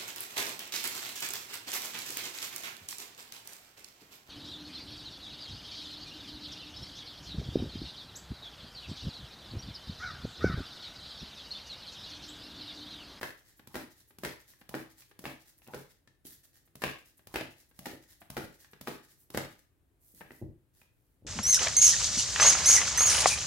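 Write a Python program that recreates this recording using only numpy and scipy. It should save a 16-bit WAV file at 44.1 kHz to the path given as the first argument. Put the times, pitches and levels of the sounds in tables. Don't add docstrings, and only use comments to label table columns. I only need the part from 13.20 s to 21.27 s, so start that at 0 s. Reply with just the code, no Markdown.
import sys
import numpy as np
from scipy import signal
from scipy.fft import rfft, irfft, next_fast_len
from scipy.io import wavfile
from scipy.ndimage import uniform_filter1d

SR = 44100
rng = np.random.default_rng(int(sys.argv[2]) if len(sys.argv) > 2 else 0)


def unload_wav(signal):
    wavfile.write(
        sys.argv[1],
        SR,
        np.round(np.clip(np.atleast_2d(signal).T, -1, 1) * 32767).astype(np.int16),
    )


N = 355754
HIT_SIZE, PRE_ROLL = 4096, 256
HIT_HZ = np.fft.rfftfreq(HIT_SIZE, 1 / SR)


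def amp(db):
    return 10 ** (np.asarray(db) / 20)


def unit(x):
    return x / np.sqrt(np.mean(x ** 2) + 1e-20)


def curve(points, hz):
    f, value = np.transpose(points)
    return np.interp(np.log(hz + 1), np.log(f + 1), value)


def add(mix, s, sound):
    part = mix[:, max(round(s * SR), 0):][:, :sound.shape[1]]
    part += sound[:, :part.shape[1]]


def stereo(z, correlation):
    angle = np.arccos(np.clip(correlation, -1, 1)) / 2
    return np.array([np.cos(angle) * z[0] + side * np.sin(angle) * z[1] for side in (1, -1)])


def whiten(z, bins):
    return z / np.sqrt(abs(uniform_filter1d(abs(z) ** 2, bins, axis=-1)) + 1e-12)


def minimum_phase(db):
    log_gain = np.log(amp(np.maximum(db, -100)))
    mirrored = np.r_[log_gain, log_gain[-2:0:-1]]
    return np.exp(np.conj(signal.hilbert(mirrored)))[:len(db)]


def coloured(noise, eq, correlation):
    size = next_fast_len(N)
    hz = np.fft.rfftfreq(size, 1 / SR)
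    spectrum = stereo(rfft(noise, size), curve(correlation, hz)) * amp(curve(eq, hz))
    return unit(irfft(spectrum, size)[:, :N])


def spikes(size, per_s):
    return rng.standard_normal((2, size)) * (rng.random((2, size)) < per_s / SR)


def grain(size, depth_db, smooth_samples):
    return amp(depth_db * unit(uniform_filter1d(rng.standard_normal(size), smooth_samples)))


# f/Hz, level/dB
RUMBLE_EQ = [(15, -30), (30, -9), (45, 4), (130, 0.5), (210, -12), (300, -5), (450, -13), (1000, -22),
             (1650, -23), (5900, -34), (8800, -29.5), (14800, -30), (16000, -31)]
# f/Hz, correlation/0-1
ROOM_IMAGE = [(60, 0.5), (300, 0.72), (700, 0.42), (1400, 0), (16000, 0.36)]


def room_tone(level_db=-71.5, lean_left_db=0.5):
    gain = amp(level_db + lean_left_db * np.array([[1], [-1]]))
    return gain * coloured(rng.standard_normal((2, N)), RUMBLE_EQ, ROOM_IMAGE)


# f/Hz, correlation/0-1
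CLOSE_IMAGE = [(60, 0.95), (350, 0.95), (1000, 0.6), (2500, 0), (6000, 0), (16000, .05)]


def contact(eq_db, clatter_s, push, claps_per_s, graze_s=0.0012, graze=0.16):
    t = (np.arange(HIT_SIZE) - PRE_ROLL) / SR
    envelope = np.where(t < 0, graze * np.exp(-abs(t) / graze_s), np.exp(-(t / clatter_s) ** 2))
    claps = spikes(HIT_SIZE, claps_per_s) * envelope
    claps /= np.linalg.norm(claps, axis=1, keepdims=True) + 1e-9
    body = push * np.exp(-2j * np.pi * HIT_HZ * PRE_ROLL / SR) / (1 + (HIT_HZ / 2200) ** 2)
    clatter = stereo(whiten(rfft(claps), bins=41), curve(CLOSE_IMAGE, HIT_HZ))
    return irfft(whiten(clatter + body, bins=65) * minimum_phase(eq_db))[:, :HIT_SIZE // 2]


def card_hits(rows, eq, clatter_s, push, ring_db, ring_width, trim_db):
    out = np.zeros((2, N))
    low_shelf = np.interp(np.log(HIT_HZ + 1), np.log([400, 900]), [1, 0])
    high_shelf = np.interp(np.log(HIT_HZ + 1), np.log([2500, 7000]), [0, 1])
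    for s, db, thump_db, snap_db, ring_hz in rows:
        ring = ring_db / (1 + ((HIT_HZ - ring_hz) / (ring_width * ring_hz)) ** 2)
        eq_db = curve(eq, HIT_HZ) + db + thump_db * low_shelf + snap_db * high_shelf + ring
        add(out, s - PRE_ROLL / SR, contact(eq_db, clatter_s, push, claps_per_s=12000))
    return amp(trim_db) * out


# f/Hz, level/dB
SLAP_EQ = [(25, -27), (60, -6), (130, -5.5), (350, 1.5), (800, -5.5), (1200, -9.5), (1900, -8),
           (2600, -13.5), (3400, -15.5), (4800, -16.5), (6500, -22), (8700, -23.5), (10000, -20.5),
           (16000, -22)]
# snap/dB, ring f/Hz
EDGE_VOICE = (1.1, 1700)
# thump/dB, snap/dB, ring f/Hz
SETTLE_VOICE = (7.9, 4.9, 750)
# edge t/s, edge level/dB, edge thump/dB,
# slap t/s, slap level/dB, thump/dB, snap/dB, ring f/Hz, settle level/dB
LANDING_CUES = [(0.013, -1, 0, .031, 7.5, -6, -2.5, 1750, -15.5),
                (0.5437, -2, 5, .555, 4.5, -3, 0, 1480, -2.5),
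                (1.0353, 2.5, 3.5, 1.0492, 7, -18, 2, 2000, -4),
                (1.540, -22, -4, 1.542, 5, 2.5, -10, 1530, -1.5),
                (2.041, -6.5, 6.5, 2.0545, 5.5, -9, -6.5, 2630, -4),
                (2.533, -16, -1, 2.5368, -2.5, 2.5, -9, 1500, -2.5),
                (3.6197, 3.5, -7, 3.638, 14, -4, -4, 2740, -10),
                (4.1416, 2, 2.5, 4.1583, 12, -5.5, -4, 2670, -7),
                (4.657, 0.5, -8, 4.6597, 0.5, -14, 3, 603, -4),
                (5.1665, -27, -6, 5.1685, 6.5, 1.5, -3, 1440, 0),
                (5.669, -14, -6, 5.6735, 6.5, -8.5, -4.5, 1200, 0),
                (6.147, 2.5, 8.5, 6.175, 10.5, 0.5, -7, 1190, -12)]


def landings(settle_delay_s=0.008):
    edges, faces, settles = [], [], []
    for edge_s, edge_db, edge_thump_db, slap_s, slap_db, *slap_voice, settle_db in LANDING_CUES:
        edges.append((edge_s, edge_db, edge_thump_db, *EDGE_VOICE))
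        faces.append((slap_s, slap_db, *slap_voice))
        settles.append((slap_s + settle_delay_s, settle_db, *SETTLE_VOICE))
    out = card_hits(edges, SLAP_EQ, clatter_s=.0055, push=.86, ring_db=4, ring_width=.22, trim_db=-1.5)
    out += card_hits(faces, SLAP_EQ, clatter_s=.0027, push=1.18, ring_db=7.5, ring_width=.12,
                     trim_db=-1.5)
    out += card_hits(settles, SLAP_EQ, clatter_s=.0057, push=1.1, ring_db=4, ring_width=.36,
                     trim_db=-3.5)
    return out


# f/Hz, level/dB
HISS_EQ = [(300, -32.5), (2000, -10), (4000, 0.5), (6000, 1.5), (8500, -0.5), (10000, 2), (12500, 3),
           (16000, 1.5)]
# f/Hz, level/dB
SWISH_EQ = [(300, -28), (3000, -18.5), (6000, -11), (9200, -5.5), (10400, -2), (13000, 0.5), (16000, -5.5)]
# f/Hz, level/dB
RASP_EQ = [(60, 0.5), (250, -1), (700, -6.5), (1300, -7), (1850, 5), (2400, -8), (4000, -4), (7000, -6),
           (16000, -16)]


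def friction(rows, rasp_trim_db=-3.5):
    t = np.arange(N) / SR
    hiss, swish, rasp = np.zeros((3, N))
    for start, end, db, rasp_db in rows:
        on = (t > start) & (t < end)
        speed = abs(np.sin(np.pi * (t[on] - start) / (end - start))) ** 0.91
        lightness = np.clip(-rasp_db / 18, 0, 1)
        hiss[on] += amp(db) * speed * np.sqrt(1 - lightness)
        swish[on] += amp(db) * speed * np.sqrt(lightness)
        rasp[on] += amp(db + rasp_db + rasp_trim_db) * speed
    grip = grain(N, depth_db=3.5, smooth_samples=90)
    return sum(envelope * coloured(grip * rng.standard_normal((2, N)), eq, CLOSE_IMAGE)
               for envelope, eq in [(hiss, HISS_EQ), (swish, SWISH_EQ), (rasp, RASP_EQ)])


# start t/s, end t/s, level/dB, rasp/dB re level
LANDING_RUB_CUES = [(-.03, .015, -62.5, -5.5), (0.011, 0.108, -59.5, -6.5), (0.153, 0.196, -64, 0.5)]
# start t/s, end t/s, level/dB, rasp/dB re level
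SLIDE_CUES = [(0.207, 0.375, -75.5, 4.5), (2.412, 2.48, -65.5, -5.5), (3.044, 3.086, -51, -12.5),
              (3.067, 3.164, -56.5, -8.5), (3.229, 3.262, -57.5, -6), (4.536, 4.607, -66.5, -4),
              (6.38, 6.405, -65.5, -2), (6.791, 6.977, -64.5, -24.5), (6.938, 7.038, -61, -10),
              (7.066, 7.226, -65, -11.5), (7.53, 7.647, -68, -6.5), (7.675, 8.011, -81.5, -12.5)]
# flick t/s, flick level/dB, pull level/dB, swish level/dB,
# swish length/s, finger level/dB, scrape level/dB, scrape f/Hz
LIFT_CUES = [(0.4733, -12, -71, -63, .04, -15.5, -70, 920), (0.986, -12, -63, -67, 0.056, -21.5, -77, 890),
             (1.4923, -8, -61, -63, 0.038, -15.5, -60, 800),
             (1.9918, -10.5, -59.5, -70, 0.053, -18.5, -68, 620),
             (2.475, -17, -62, -60, 0.02, -36, -58, 826), (3.555, -11.5, -64, -70, 0.031, -30, -77, 430),
             (4.0714, -11, -64, -62, 0.024, -23, -69, 950), (4.591, -8, -63.5, -70, 0.035, -26.5, -65, 595),
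             (5.102, -4.5, -58.5, -57, 0.022, -18.5, -64, 1010),
             (5.612, -7, -60, -62.5, 0.03, -12.5, -85, 700),
             (6.103, -11.5, -62.5, -65.5, 0.086, -39, -68, 900)]


def rubs(pull_lead_s=0.1917, pull_length_s=0.074, swish_lead_s=0.091,
         pull_rasp_db=-2.5, swish_rasp_db=-19):
    rows = list(SLIDE_CUES)
    for edge_s, *_ in LANDING_CUES:
        rows += [(edge_s + start, edge_s + end, *levels) for start, end, *levels in LANDING_RUB_CUES]
    for flick_s, _, pull_db, swish_db, swish_length_s, *_ in LIFT_CUES:
        pull_s, swish_s = flick_s - pull_lead_s, flick_s - swish_lead_s
        rows += [(pull_s - pull_length_s / 2, pull_s + pull_length_s / 2, pull_db, pull_rasp_db),
                 (swish_s - swish_length_s / 2, swish_s + swish_length_s / 2, swish_db, swish_rasp_db)]
    return friction(rows)


# f/Hz, level/dB
TAP_EQ = [(25, -24.5), (100, -0.5), (300, 0.5), (1000, -5), (1900, -6), (4000, -8.5), (8000, -18.5),
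          (16000, -28)]
# thump/dB, snap/dB, ring f/Hz
FINGER_VOICE = (2.2, -4.5, 1700)


def finger_taps(lead_s=0.079):
    rows = [(flick_s - lead_s, db, *FINGER_VOICE) for flick_s, *_, db, _, _ in LIFT_CUES]
    return card_hits(rows, TAP_EQ, clatter_s=.006, push=.2, ring_db=7, ring_width=.12, trim_db=-3.5)


# f/Hz, level/dB
FLICK_EQ = [(25, -25.5), (80, 1.5), (200, 2.5), (500, -7), (1500, -12), (5000, -13.5), (8700, -17.5),
            (10000, -12), (16000, -13.5)]
# thump/dB, snap/dB, ring f/Hz
FLICK_VOICE = (1.5, 0.82, 460)


def flicks():
    rows = [(s, db, *FLICK_VOICE) for s, db, *_ in LIFT_CUES]
    return card_hits(rows, FLICK_EQ, clatter_s=.0034, push=.63, ring_db=.5, ring_width=.13, trim_db=0)


def scrapes(delay_s=0.008, band_ratio=1.2):
    out = np.zeros((2, N))
    for flick_s, *_, db, hz in LIFT_CUES:
        start = flick_s + delay_s
        end = min(edge_s for edge_s, *_ in LANDING_CUES if edge_s > flick_s)
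        size = round((end - start) * SR)
        slips = rng.standard_normal((2, size)) * grain(size, depth_db=2, smooth_samples=120)
        band = signal.butter(2, [hz / band_ratio, hz * band_ratio], "bandpass", fs=SR, output="sos")
        hollow = unit(signal.sosfilt(band, stereo(slips, curve(CLOSE_IMAGE, hz))))
        add(out, start, amp(db) * hollow * signal.windows.tukey(size, .3))
    return out


# t/s, level/dB,
# thump/dB, snap/dB, ring f/Hz
STRAY_CUES = [(1.336, -25.5, -14, -22, 1790), (1.821, -22.5, -28, 7.5, 2430), (2.419, -26, 2, -4, 2620),
              (2.468, -24, -5, -12, 2720), (2.484, -17, 8.5, -29, 820), (2.875, -24.5, 1.5, 5, 1780),
              (3.052, -27.5, 19.5, 17, 3290), (4.21, -3.5, 5.5, -1, 657), (4.733, -22.5, 19, -20, 576),
              (5.239, -24, 25, -24, 550), (5.017, -13.5, -4.5, -21, 675), (5.446, -20, -15, 0, 1800),
              (6.141, -15, 1, 7.5, 1080), (6.1733, -5.5, 3, 16, 12240), (6.238, -14.5, -15, -19, 2260),
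              (7.009, -11, 1.5, -16, 850), (7.014, -9, 4, -31.5, 1770), (7.107, -12, 4, -27, 1884),
              (7.118, -26, 16.5, 8, 643), (7.616, -23, -3, -8, 2450)]


def stray_cards():
    return card_hits(STRAY_CUES, TAP_EQ, clatter_s=.0032, push=.73, ring_db=11.5, ring_width=.085,
                     trim_db=-1.5)


# f/Hz, level/dB
THUD_EQ = [(25, -25), (60, 6.5), (120, 3), (220, 0), (350, 2), (650, -15), (1000, -28), (2000, -65),
           (6000, -67.5)]
# t/s, level/dB
THUD_CUES = [(6.94, -20.5), (7.2154, -1.5), (7.2241, 3), (8.023, -17), (8.049, -8.5), (8.062, -7)]


def desk_thuds():
    out = np.zeros((2, N))
    for s, db in THUD_CUES:
        thud = contact(curve(THUD_EQ, HIT_HZ) + db, clatter_s=.0048, push=2.6, claps_per_s=4300)
        add(out, s - PRE_ROLL / SR, thud)
    return out


# f/Hz, t60/s
TAIL_T60 = [(60, 0.34), (300, 0.28), (1000, 0.31), (3000, .36), (8000, 0.25), (16000, .25)]
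# f/Hz, level/dB
TAIL_EQ = [(50, 1.5), (150, -2), (400, -3), (1000, -1.5), (2500, 0), (6000, 0), (16000, -3.5)]
# f/Hz, level/dB
ECHO_EQ = [(60, -8), (200, 2.5), (450, -3), (900, -26), (3000, -3.5), (16000, -9)]
# f/Hz, level/dB, t60/s
ROOM_MODES = [(137.8, 2, 0.28), (193.6, -9.5, 0.2), (265, -6, 0.33), (322, -3, .35), (406, -5, 0.29),
              (587, -1, 0.27), (717, -9, 0.29), (853, -5.5, 0.35), (1140, -9, 0.12), (1240, -13.5, 0.53),
              (1710, -19.5, .3), (2560, -16.5, .3)]


def room_response(tail_db=1, plateau_s=0.04, early_db=-5, early_s=0.011, echo_db=-11.5, echo_s=0.071,
                  modes_db=-51):
    size = 2 ** 15
    t, hz = np.arange(size) / SR, np.fft.rfftfreq(size, 1 / SR)
    bands, age, reflections = signal.stft(spikes(size, per_s=5000) * (t > .005), SR, nperseg=256)
    fade = amp(-60 * (np.hypot(age, plateau_s) - plateau_s) / curve(TAIL_T60, bands)[:, None])
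    tail = signal.istft(reflections * fade, SR, nperseg=256)[1][:, :size]
    early = spikes(size, per_s=2500) * (t > .003) * np.exp(-t / early_s)
    echo = spikes(size, per_s=2100) * (t > echo_s) * np.exp(-abs(t - echo_s) / .0065)
    spectrum = (amp(tail_db + curve(TAIL_EQ, hz)) * whiten(rfft(tail), bins=41)
                + amp(early_db) * whiten(rfft(early), bins=301)
                + amp(echo_db + curve(ECHO_EQ, hz)) * whiten(rfft(echo), bins=301))
    response = irfft(stereo(spectrum, curve(ROOM_IMAGE, hz))) * (t < .6)
    attack = 1 - np.exp(-t / .006)
    for mode_hz, db, t60 in ROOM_MODES:
        response += amp(modes_db + db - 60 * t / t60) * np.sin(2 * np.pi * mode_hz * t) * attack
    return response


def reverb(send, patterns=5, fades_per_s=100):
    position = (fades_per_s * np.arange(N) / SR - np.arange(patterns)[:, None]) % patterns
    fades = np.sin(np.pi / 2 * np.minimum(position, 2))
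    return sum(signal.fftconvolve(send * fade, room_response(), axes=1)[:, :N] for fade in fades)


def scene():
    # stem, reverb send/dB
    stems = [(landings(), 0), (rubs(), -2), (finger_taps(), -3.5), (flicks(), -4),
             (scrapes(), -9.5), (stray_cards(), -3.5), (desk_thuds(), 0)]
    close = sum(stem for stem, _ in stems)
    send = sum(amp(db) * stem for stem, db in stems)
    return close + reverb(send) + room_tone()


# f/Hz, left minus right level/dB
PORT_BALANCE = [(100, 2), (300, -.8), (1000, .3), (2200, 2), (4500, 1.2), (8000, 2), (12500, -3),
                (16000, -2)]


def record(dry, low_cut_hz=17, high_cut_hz=16100):
    size = next_fast_len(N + HIT_SIZE)
    tilt_db = curve(PORT_BALANCE, np.fft.rfftfreq(size, 1 / SR)) * np.array([[.5], [-.5]])
    tilted = irfft(rfft(dry, size) * amp(tilt_db), size)[:, :N]
    low_cut = signal.butter(2, low_cut_hz, "highpass", fs=SR, output="sos")
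    high_cut = signal.firwin(511, high_cut_hz, window=("kaiser", 9), fs=SR)
    return signal.oaconvolve(signal.sosfilt(low_cut, tilted), high_cut[None], "same")


dry = scene()
out = record(dry)
unload_wav(out)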